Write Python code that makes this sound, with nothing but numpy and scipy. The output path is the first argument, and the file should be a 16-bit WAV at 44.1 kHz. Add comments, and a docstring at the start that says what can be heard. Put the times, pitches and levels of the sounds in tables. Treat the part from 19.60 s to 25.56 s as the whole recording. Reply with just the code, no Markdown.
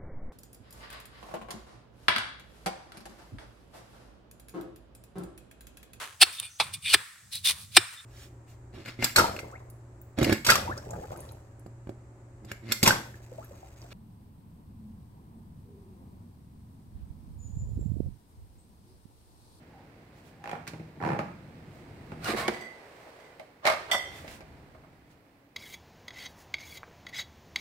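"""First comes a faint hush with rustling sleeves and a thin hinge squeal, in a small furnished room.
A wooden cabinet judders as its wood sticks and slips, then knocks. The small fridge inside is pulled
open: its rubber seal peels, squeaks and lets go with a thump. The door swings out, glass bottles clink
and its plastic shelves rattle. Close by, handling and moving air rumble in hand-held microphones."""
import sys
import numpy as np
from scipy import signal
from scipy.fft import rfft, irfft, next_fast_len
from scipy.io import wavfile
from scipy.ndimage import uniform_filter1d

SR = 44100
rng = np.random.default_rng(int(sys.argv[2]) if len(sys.argv) > 2 else 0)


def log_audio(samples):
    """Write samples as a 16-bit WAV file to the path given in sys.argv[1]."""
    # one column per channel
    frames = np.atleast_2d(samples).T
    # limit to full scale, then quantise
    limited = np.clip(frames, -1, 1)
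    pcm = np.round(limited * 32767).astype(np.int16)
    wavfile.write(sys.argv[1], SR, pcm)


N = 262819
TIME = np.arange(N) / SR


def amp(db):
    """Turns decibels into a gain."""
    return 10 ** (np.asarray(db) / 20)

def evened(x):
    """Scales a signal to an average (rms) level of 1."""
    return x / np.sqrt(np.mean(x ** 2) + 1e-20)

def read(points, hz):
    """Looks up a table at any pitch, gliding between its rows."""
    pitch_hz, value = np.transpose(points)
    return np.interp(np.log(hz + 1), np.log(pitch_hz + 1), value)

def add(mix, start_s, sound):
    """Mixes in a stereo sound at the given time."""
    part = mix[:, max(round(start_s * SR), 0):][:, :sound.shape[1]]
    part += sound[:, :part.shape[1]]

def colour(x, tone, size=4096):
    """Makes each pitch louder or softer as a tone table says, with no ringing ahead of the sound."""
    log_gain = np.log(amp(np.maximum(read(tone, abs(np.fft.fftfreq(size, 1 / SR))), -90)))
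    taps = np.fft.ifft(np.exp(np.conj(signal.hilbert(log_gain)))).real
    return signal.oaconvolve(x, taps[None, :size // 2], axes=1)[:, :x.shape[1]]

def swells(rows):
    """A loudness curve of smooth humps, each rising and falling at its own pace."""
    humps = (amp(db) * np.exp(-((TIME - peak_s) / np.where(TIME < peak_s, rise_s, fall_s)) ** 2)
             for peak_s, db, rise_s, fall_s in rows)
    return np.sqrt(sum(hump ** 2 for hump in humps))

# How alike left and right sound (1 is the same): pitch_hz, likeness
STEREO_LIKENESS = [(30, 0.9), (150, 0.99), (350, 0.9), (750, 0.57), (1200, 0.035), (2800, 0.11), (5000, 0)]
def mic_pair(x):
    """Blends two unrelated signals as two microphones hear: alike in the bass, unlike in the treble."""
    size = next_fast_len(x.shape[1])
    first, second = rfft(x, size)
    same = np.clip(read(STEREO_LIKENESS, np.fft.rfftfreq(size, 1 / SR)), -1, 1)
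    mid, side = first * np.sqrt((1 + same) / 2), second * np.sqrt((1 - same) / 2)
    return irfft(np.array([mid + side, mid - side]), size)[:, :x.shape[1]]

def noise(size=N):
    """Plain stereo hiss."""
    return mic_pair(rng.standard_normal((2, size)))

def patter(tone, per_s, spread_db):
    """Tiny snaps at random moments; spread_db makes their sizes uneven."""
    sizes = amp(spread_db * np.minimum(rng.exponential(1, (2, N)), 4)) * rng.choice([-1, 1], (2, N))
    snaps = sizes * (rng.random((2, N)) < per_s / SR)
    return evened(colour(mic_pair(snaps), tone))

def dying_noise(fade_times, size, bands=12):
    """Hiss whose bands die at their own speeds. A fade time, fade_s, is how long a 60 dB drop takes."""
    spectrum, t = rfft(noise(size)), np.arange(size) / SR
    centres_hz, out = np.geomspace(80, 16000, bands), 0
    for hz, mask in zip(centres_hz, np.eye(bands)):
        share = read(np.c_[centres_hz, mask], np.fft.rfftfreq(size, 1 / SR))
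        band = irfft(spectrum * share, size) * amp(-60 * t / read(fade_times, hz))
        out = out + evened(band) * np.sqrt(share.mean() / size)
    return out

def ring(notes, t):
    """The fading notes of a struck object; high ones reach the two microphones out of step."""
    hz, db, fade_s = np.transpose(notes)[:, :, None]
    lag = np.arccos(np.clip(read(STEREO_LIKENESS, hz), -1, 1)) * rng.choice([-.5, .5], hz.shape)
    gain = rng.choice([-1, 1], hz.shape) * amp(db - 60 * t / fade_s) * (1 - np.exp(-t / .0005))
    return np.array([(gain * np.cos(2 * np.pi * hz * t + side * lag)).sum(0) for side in (-1, 1)])

def onset_level(x):
    """Average (rms) level of the first 12.5 ms."""
    return np.sqrt(np.mean(x[:, :SR // 80] ** 2))

def strikes(rows, tone, notes, bass_fade_s, treble_fade_s, crack, contact_s, notes_db, size=12288):
    """Each blow is a crack, a short noisy ring and the object's notes, with three band levels."""
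    out, t = np.zeros((2, N)), np.arange(size) / SR
    bands = [signal.butter(3, edges_hz, "bandpass", fs=SR, output="sos")
             for edges_hz in ((70, 400), (400, 3000), (3000, 17000))]  # bass, middle, treble
    fade_times = [(150, bass_fade_s), (5000, treble_fade_s)]
    body = dying_noise(fade_times, size)
    for start_s, *levels_db in rows:
        blow = evened(body + dying_noise(fade_times, size))  # half changes with the spot that is hit
        scrape = noise(size) * t * np.exp(-t / contact_s)  # softer contacts last longer
        blow = evened(colour(blow + crack * evened(scrape), tone))
        blow = blow + amp(notes_db) * evened(ring(notes, t))
        for band, db in zip(bands, levels_db):
            part = signal.sosfilt(band, blow)
            add(out, start_s, amp(db) * part / onset_level(part))
    return out

def squeak(hz, overtones_db, jitter):
    """Very fast sticking and slipping makes a wavering tone with overtones."""
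    waver = 1 + jitter * evened(uniform_filter1d(rng.standard_normal(N), size=120))
    phase = 2 * np.pi * np.cumsum(hz * waver) / SR
    overtones = sum(amp(db) * np.sin(k * phase) for k, db in enumerate(overtones_db, 2))
    return evened(np.sin(phase) + overtones)


# Tone of the quiet room: pitch_hz, gain_db
HUSH_TONE = [(25, -23), (60, -8), (120, -12.5), (190, -7), (290, 11), (400, -13), (750, -5), (1400, -17.5),
             (2300, -13), (3500, -22.5), (8000, -28.5), (15500, -21)]
def room_hush(level_db=-66):
    """The steady, dull hush of the room."""
    return amp(level_db) * evened(colour(noise(), HUSH_TONE))

# How strongly the hand moves: time_s, strength_db
HAND_MOTION = [(0.0, -54), (0.76, -54.5), (1.49, -51.5), (1.99, -49), (2.83, -44.5), (3.13, -63),
               (3.93, -64), (4.52, -53), (5.01, -53.5), (5.95, -68.5)]
# The arm swinging the door: peak_s, level_db, rise_s, fall_s
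ARM_SWINGS = [(2.82, -38, 0.12, 0.18), (3.1, -52.5, 0.65, 0.71), (3.58, -56.5, 0.35, 0.34),
              (4.22, -48.5, 0.087, .55)]
# Tones of the handling rumble and the cloth: pitch_hz, gain_db
RUMBLE_TONE = [(15, -34), (25, -14), (97, 1.5), (162, 1.5), (193, -4.5), (221, -2), (379, -8.5),
               (414, -18.5), (500, -14), (650, -45.5), (1100, -120)]
RUSTLE_TONE = [(200, -16.5), (420, 1), (700, -1), (1300, -8), (2100, -7.5), (3200, -18), (4500, -19),
               (6500, -27), (8500, -25.5), (11000, -33), (15500, -34)]
def handling():
    """The hand makes the microphones rumble; the sleeve rustles with it and as the arm swings."""
    hand_db = np.interp(TIME, *np.transpose(HAND_MOTION))
    rumble = amp(hand_db - 1) * evened(colour(noise(), RUMBLE_TONE))
    sleeve_gain = np.hypot(amp(-31.5 + 0.51 * hand_db), swells(ARM_SWINGS))
    return rumble + sleeve_gain * patter(RUSTLE_TONE, per_s=4000, spread_db=0)

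# Squeals of the hinge: peak_s, level_db, rise_s, fall_s
HINGE_SQUEALS = [(.14, -56.5, 0.007, 0.1), (.875, -52, 0.063, .045)]
def hinge():
    """The hinge sticks and slips fast enough to squeal faintly."""
    return swells(HINGE_SQUEALS) * squeak(hz=816, overtones_db=[-18], jitter=0.064)

# Strokes of the sleeve: peak_s, half_length_s, level_db
SLEEVE_STROKES = [(0.586, 0.043, -65.5), (0.678, 0.041, -61.5), (2.167, 0.072, -66), (3.44, 0.12, -66),
                  (4.576, 0.068, -51.5), (4.722, 0.057, -49.5), (5.518, 0.024, -65)]
# Tone of a swish: pitch_hz, gain_db
SWISH_TONE = [(1500, 8), (2500, 7.5), (4500, 3), (8000, 1), (12000, -3.5), (15500, -3)]
def sleeve_swishes():
    """The sleeve brushes by in short, hissy strokes."""
    strokes = swells([(peak_s, db, half_s, half_s) for peak_s, half_s, db in SLEEVE_STROKES])
    return strokes * patter(SWISH_TONE, per_s=7000, spread_db=-4)

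def slips(start_s, end_s, gap_s, growth, onset_db, peak_s, bass_db, middle_db, treble_db, count=20):
    """Lists the blows of one judder: they come ever more slowly as their force swells and fades."""
    times_s = start_s + np.r_[0, np.cumsum(gap_s * (1 + growth) ** np.arange(count))]
    force_db = onset_db * np.exp(-(times_s - start_s) / 0.015)  # the onset soon wears off
    force_db -= 6 * ((times_s - peak_s) / 0.079) ** 2  # weaker away from the peak
    force_db += 0.56 * rng.standard_normal(len(times_s))
    treble_change_db = 1.5 * force_db  # weak slips are duller
    blows = np.c_[times_s, bass_db + force_db, middle_db + force_db, treble_db + treble_change_db]
    return blows[times_s < end_s]

# Runs of slipping wood: start_s, end_s, first_gap_s, gap_growth_per_slip, onset_db, peak_s,
# bass_db, middle_db, treble_db
CABINET_JUDDERS = [(.840, .925, .0168, .06, 3.5, 0.925, -50.5, -39, -43),
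                   (1.402, 1.573, .0112, .033, -7.5, 1.4745, -33, -31, -45)]
# Single knocks: start_s, bass_db, middle_db, treble_db
CABINET_KNOCKS = [(.930, -40, -34, -50), (.953, -48, -44, -52.5), (1.134, -40.5, -47, -53.5),
                  (1.196, -42.5, -57, -59), (1.372, -45.5, -69, -80), (1.590, -32, -29, -40),
                  (2.518, -39.5, -44, -53)]
# Tone of the wood: pitch_hz, gain_db
CABINET_TONE = [(60, -22), (110, -8), (155, -6.5), (260, -12.5), (520, -9.5), (810, 0), (1100, -10),
                (1450, -9), (1750, -14.5), (2400, -21), (3100, -38), (6000, -48.5), (15000, -60)]
# Notes the wood rings at: pitch_hz, level_db, fade_s
CABINET_NOTES = [(156, -4, .2), (217, -8, .14), (330, -7, .12), (517, -4, .16), (820, 0, .15)]
def cabinet():
    """Wood sticks and slips about 50 to 90 times a second, then knocks against its stop."""
    blows = np.vstack([slips(*row) for row in CABINET_JUDDERS])
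    judder = strikes(blows, CABINET_TONE, CABINET_NOTES, bass_fade_s=0.06, treble_fade_s=0.09,
                     crack=1.2, contact_s=0.001, notes_db=-6)
    knocks = strikes(CABINET_KNOCKS, CABINET_TONE, CABINET_NOTES, bass_fade_s=0.062, treble_fade_s=0.13,
                     crack=1.0, contact_s=0.0012, notes_db=-6)
    return judder + knocks

# Clicks of hinge and seal: start_s, bass_db, middle_db, treble_db
DOOR_CLICKS = [(1.069, -54, -46.5, -57), (1.076, -44.5, -42.5, -43.5), (2.621, -70, -67, -69),
               (2.644, -54, -57, -40.5), (2.658, -49, -63, -60)]
# Tone of a click: pitch_hz, gain_db
CLICK_TONE = [(60, -16), (160, -2), (600, -10), (1300, -6), (2200, -4), (3000, -11), (4300, -8),
              (8000, -16), (15000, -22)]
# Notes of the hinge and door edge: pitch_hz, level_db, fade_s
CLICK_NOTES = [(165, -2, .15), (1380, -6, .06), (2250, 0, .06), (4300, -3, .04)]
def door_clicks():
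    """Hinge and seal give small, sharp clicks that ring briefly."""
    return strikes(DOOR_CLICKS, CLICK_TONE, CLICK_NOTES, bass_fade_s=0.29, treble_fade_s=0.095,
                   crack=0.51, contact_s=0.00084, notes_db=-8)

# Two pulls that peel the seal: peak_s, strength_db, rise_s, fall_s
SEAL_PULLS = [(2.698, -29, 0.048, 0.041), (2.782, -29.5, 0.017, 0.051)]
# Tone of peeling rubber: pitch_hz, gain_db
SEAL_TONE = [(180, -48), (300, -2), (348, -10), (509, -9.5), (685, -2.5), (937, -13.5), (1160, -4.5),
             (2170, -12), (3280, -22), (4070, -16.5), (6570, -28), (8140, -23), (15500, -32)]
# Rubber squeaks: peak_s, level_db, rise_s, fall_s, pitch_hz (at the peak)
SEAL_SQUEAKS = [(2.663, -35.5, .008, 0.01, 1420), (2.707, -38, .01, 0.018, 1202),
                (2.786, -39, .015, 0.011, 1095), (2.873, -37.5, .065, 0.014, 1110)]
def seal(fizz_gain=1.08, climb_hz_per_s=1300):
    """Sticky rubber tears from the frame in tiny snaps; its squeaks climb in pitch as it stretches."""
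    crackle = patter(SEAL_TONE, per_s=3000, spread_db=2.5)
    fizz = signal.sosfilt(signal.butter(2, 3500, "highpass", fs=SR, output="sos"), crackle)
    coarse = signal.sosfilt(signal.butter(2, 3500, fs=SR, output="sos"), crackle)
    out = amp(-2.5) * (coarse - fizz_gain * fizz) * swells(SEAL_PULLS)
    for peak_s, db, rise_s, fall_s, hz in SEAL_SQUEAKS:
        pitch_hz = hz + climb_hz_per_s * np.clip(TIME - peak_s, -2 * rise_s, 2 * fall_s)
        gain = swells([(peak_s, db, rise_s, fall_s)])
        out += gain * squeak(pitch_hz, overtones_db=[-5, -18, -24], jitter=0.024)
    return out

# Jolts of the fridge door: start_s, bass_db, middle_db, treble_db
DOOR_JOLTS = [(2.686, -31.5, -36, -48), (2.708, -52, -39.5, -49), (2.736, -31.5, -35.5, -57),
              (2.745, -35.5, -37.5, -61), (2.8805, -28, -28.5, -30.5), (2.884, -40, -26.5, -36),
              (2.893, -49, -34.5, -48)]
# Tone of the door: pitch_hz, gain_db
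DOOR_TONE = [(35, -49), (60, -43), (390, 3.5), (1130, -6), (1300, -7.5), (2260, -4), (2530, -21),
             (3580, -20.5), (4950, -31.5), (8230, -35), (15000, -45)]
# Notes the door rings at: pitch_hz, level_db, fade_s
DOOR_NOTES = [(213.4, 0.5, 0.15), (359.5, 7, 0.1), (420, 2, 0.077)]
def door_thumps():
    """The hollow fridge door thumps as the seal lets go."""
    return strikes(DOOR_JOLTS, DOOR_TONE, DOOR_NOTES, bass_fade_s=0.019, treble_fade_s=0.042,
                   crack=1.1, contact_s=0.00027, notes_db=-1.5)

# Bottle hitting bottle, with each part's strength: start_s, tall_db, small_db, clash_db
BOTTLE_CLINKS = [(2.882, -46, -60, -55), (2.936, -40, -60, -52), (3.009, -41, -59, -52),
                 (3.046, -44, -68, -62), (3.6, -59, -74, -62), (3.643, -56, -76, -70),
                 (4.314, -22.5, -23, -28), (4.336, -41, -35, -35)]
# Notes of the two bottles: pitch_hz, level_db, fade_s
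TALL_NOTES = [(1953, -6.5, .62), (1978, -4.5, .4), (2019, -4.5, .36), (2083, -12, .6), (2164, -14, .25),
              (3172, -20, .45), (4680, -15, .33), (6019, -23, .2), (6180, -20, .2), (7908, -18, .2)]
SMALL_NOTES = [(3138, -9, .19), (3180, -8, .22), (3486, -3, .16), (3526, -1, .22), (3531, -8, .3),
               (4430, -19, .26), (5521, -13, .26), (7424, -19, .18), (9572, -24, .12), (9749, -24, .25),
               (11340, -28, .22), (12520, -25, .22), (13650, -27, .2)]
# Tone of glass touching glass: pitch_hz, gain_db
CLASH_TONE = [(1000, -26.5), (2000, -11.5), (2600, -16), (3400, -4.5), (4000, -33), (4650, -1.5),
              (5200, -30), (6000, -9.5), (6800, -21), (7800, -11.5), (9000, -18.5), (15000, -21)]
def bottles(size=36864):
    """Glass meets glass with a short clash; notes close in pitch make the ringing wobble."""
    out, t = np.zeros((2, N)), np.arange(size) / SR
    for start_s, tall_db, small_db, clash_db in BOTTLE_CLINKS:
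        clash = colour(dying_noise([(2000, 0.12), (12000, 0.17)], size), CLASH_TONE)
        ringing = amp(tall_db) * ring(TALL_NOTES, t) + amp(small_db) * ring(SMALL_NOTES, t)
        add(out, start_s, ringing + amp(clash_db - 2.5) * clash / onset_level(clash))
    return out

# Things knocking in the shelves: start_s, strength_db, hardness_db
SHELF_BUMPS = [(3.470, -51.5, -18), (3.796, -43, -6), (4.053, -27.5, 0), (4.066, -33.5, 9), (4.073, -29, 7),
               (4.099, -33, 3.5), (4.122, -38, 3.5), (4.135, -44, 5), (4.314, -31, -2.5),
               (4.345, -31.5, -18), (4.644, -45.5, -10), (4.678, -53.5, 8), (4.806, -50.5, -3),
               (5.147, -56, -13), (5.236, -66, -14)]
# Hollow notes of the shelves: pitch_hz, level_db, fade_s
SHELF_NOTES = [(565, -9, .14), (633, 0, .15), (736, -4, .16), (800, -7, .12), (1084, -6, .16),
               (1165, -3.5, .16), (1290, -4, .12), (1590, -7, .12), (2142, -12, .12), (2282, -13, .12)]
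# Bottles sliding: peak_s, level_db, rise_s, fall_s
BOTTLE_SLIDES = [(4.075, -23.5, 0.023, 0.057), (4.342, -29, 0.032, 0.022)]
# Tones of a knock and a slide: pitch_hz, gain_db
SHELF_TONE = [(60, -25.5), (140, -22), (215, -6.5), (300, -26), (480, -18.5), (640, 22.5), (900, 23.5),
              (1250, 21), (2200, 10), (3300, -8.5), (4500, -8.5), (6000, -16), (15000, -26.5)]
SLIDE_TONE = [(200, -25.5), (480, -16.5), (620, 5.5), (760, -3.5), (1200, 0.5), (2300, -14), (5000, -22.5),
              (15000, -51)]
def shelves():
    """The door jerks to a halt and its load rattles, slides and settles in the plastic shelves."""
    start_s, strength_db, hardness_db = np.transpose(SHELF_BUMPS)
    middle_db = -42 + 0.2 * strength_db  # the middle range grows little with force
    blows = np.c_[start_s, strength_db, middle_db, strength_db + hardness_db]
    knocks = strikes(blows, SHELF_TONE, SHELF_NOTES, bass_fade_s=0.06, treble_fade_s=0.11,
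                     crack=0.7, contact_s=0.0012, notes_db=-2)
    return knocks + swells(BOTTLE_SLIDES) * patter(SLIDE_TONE, per_s=2500, spread_db=4)

# A puff of air: peak_s, strength_db, rise_s, fall_s
AIR_PUFFS = [(4.52, -57, 0.098, 0.85)]
def air_puff():
    """Air pushes on the microphones as they dip, making a deep rumble."""
    deep_tone = [(20, -14), (45, 7.5), (75, 12.5), (130, 0.5), (300, -48)]  # pitch_hz, gain_db
    gusts = evened(colour(rng.standard_normal((2, N)), deep_tone))
    return swells(AIR_PUFFS) * (gusts + gusts[::-1] / 2)  # each side gets some of the other

# How long the room rings: pitch_hz, fade_s
ROOM_FADES = [(100, 0.86), (500, 0.42), (2000, 0.61), (6000, 0.52), (15000, 0.38)]
def room_echo(x, build_s):
    """A soft tail builds up as sound comes back from walls and furniture."""
    tail = dying_noise(ROOM_FADES, size=32768)
    t = np.arange(tail.shape[1]) / SR
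    tail *= 1 - np.exp(-t / build_s)
    return signal.oaconvolve(x, tail, axes=1)[:, :N]

def scene():
    """Adds up all the sounds; cabinet and fridge parts each send their own share into the echo."""
    wood, door = cabinet(), door_thumps() + door_clicks()
    rattle, glass, rubber, squeals = shelves(), bottles(), seal(), hinge()
    into_room = amp(-6) * wood + amp(-10.5) * (door + rattle) + amp(-8.5) * glass + amp(-21) * rubber
    echo = room_echo(into_room, build_s=0.002)
    background = handling() + sleeve_swishes() + air_puff() + room_hush()
    return background + squeals + wood + door + rubber + glass + rattle + echo

# How much louder the left side is than the right: pitch_hz, difference_db
LEFT_OVER_RIGHT = [(300, 0), (600, -1), (1200, -3.5), (2300, -5), (4500, -5), (9000, -2), (15000, 1)]
def record(dry, top_hz=15800):
    """The right microphone hears more of the middle range; the very highest treble is cut off."""
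    size = next_fast_len(N)
    lean_db = read(LEFT_OVER_RIGHT, np.fft.rfftfreq(size, 1 / SR)) * np.array([[.5], [-.5]])
    leaning = irfft(rfft(dry, size) * amp(lean_db), size)[:, :N]
    treble_cut = signal.firwin(401, top_hz, window=("kaiser", 9), fs=SR)
    return signal.oaconvolve(leaning, treble_cut[None], "same")


dry = scene()
out = record(dry)
log_audio(out)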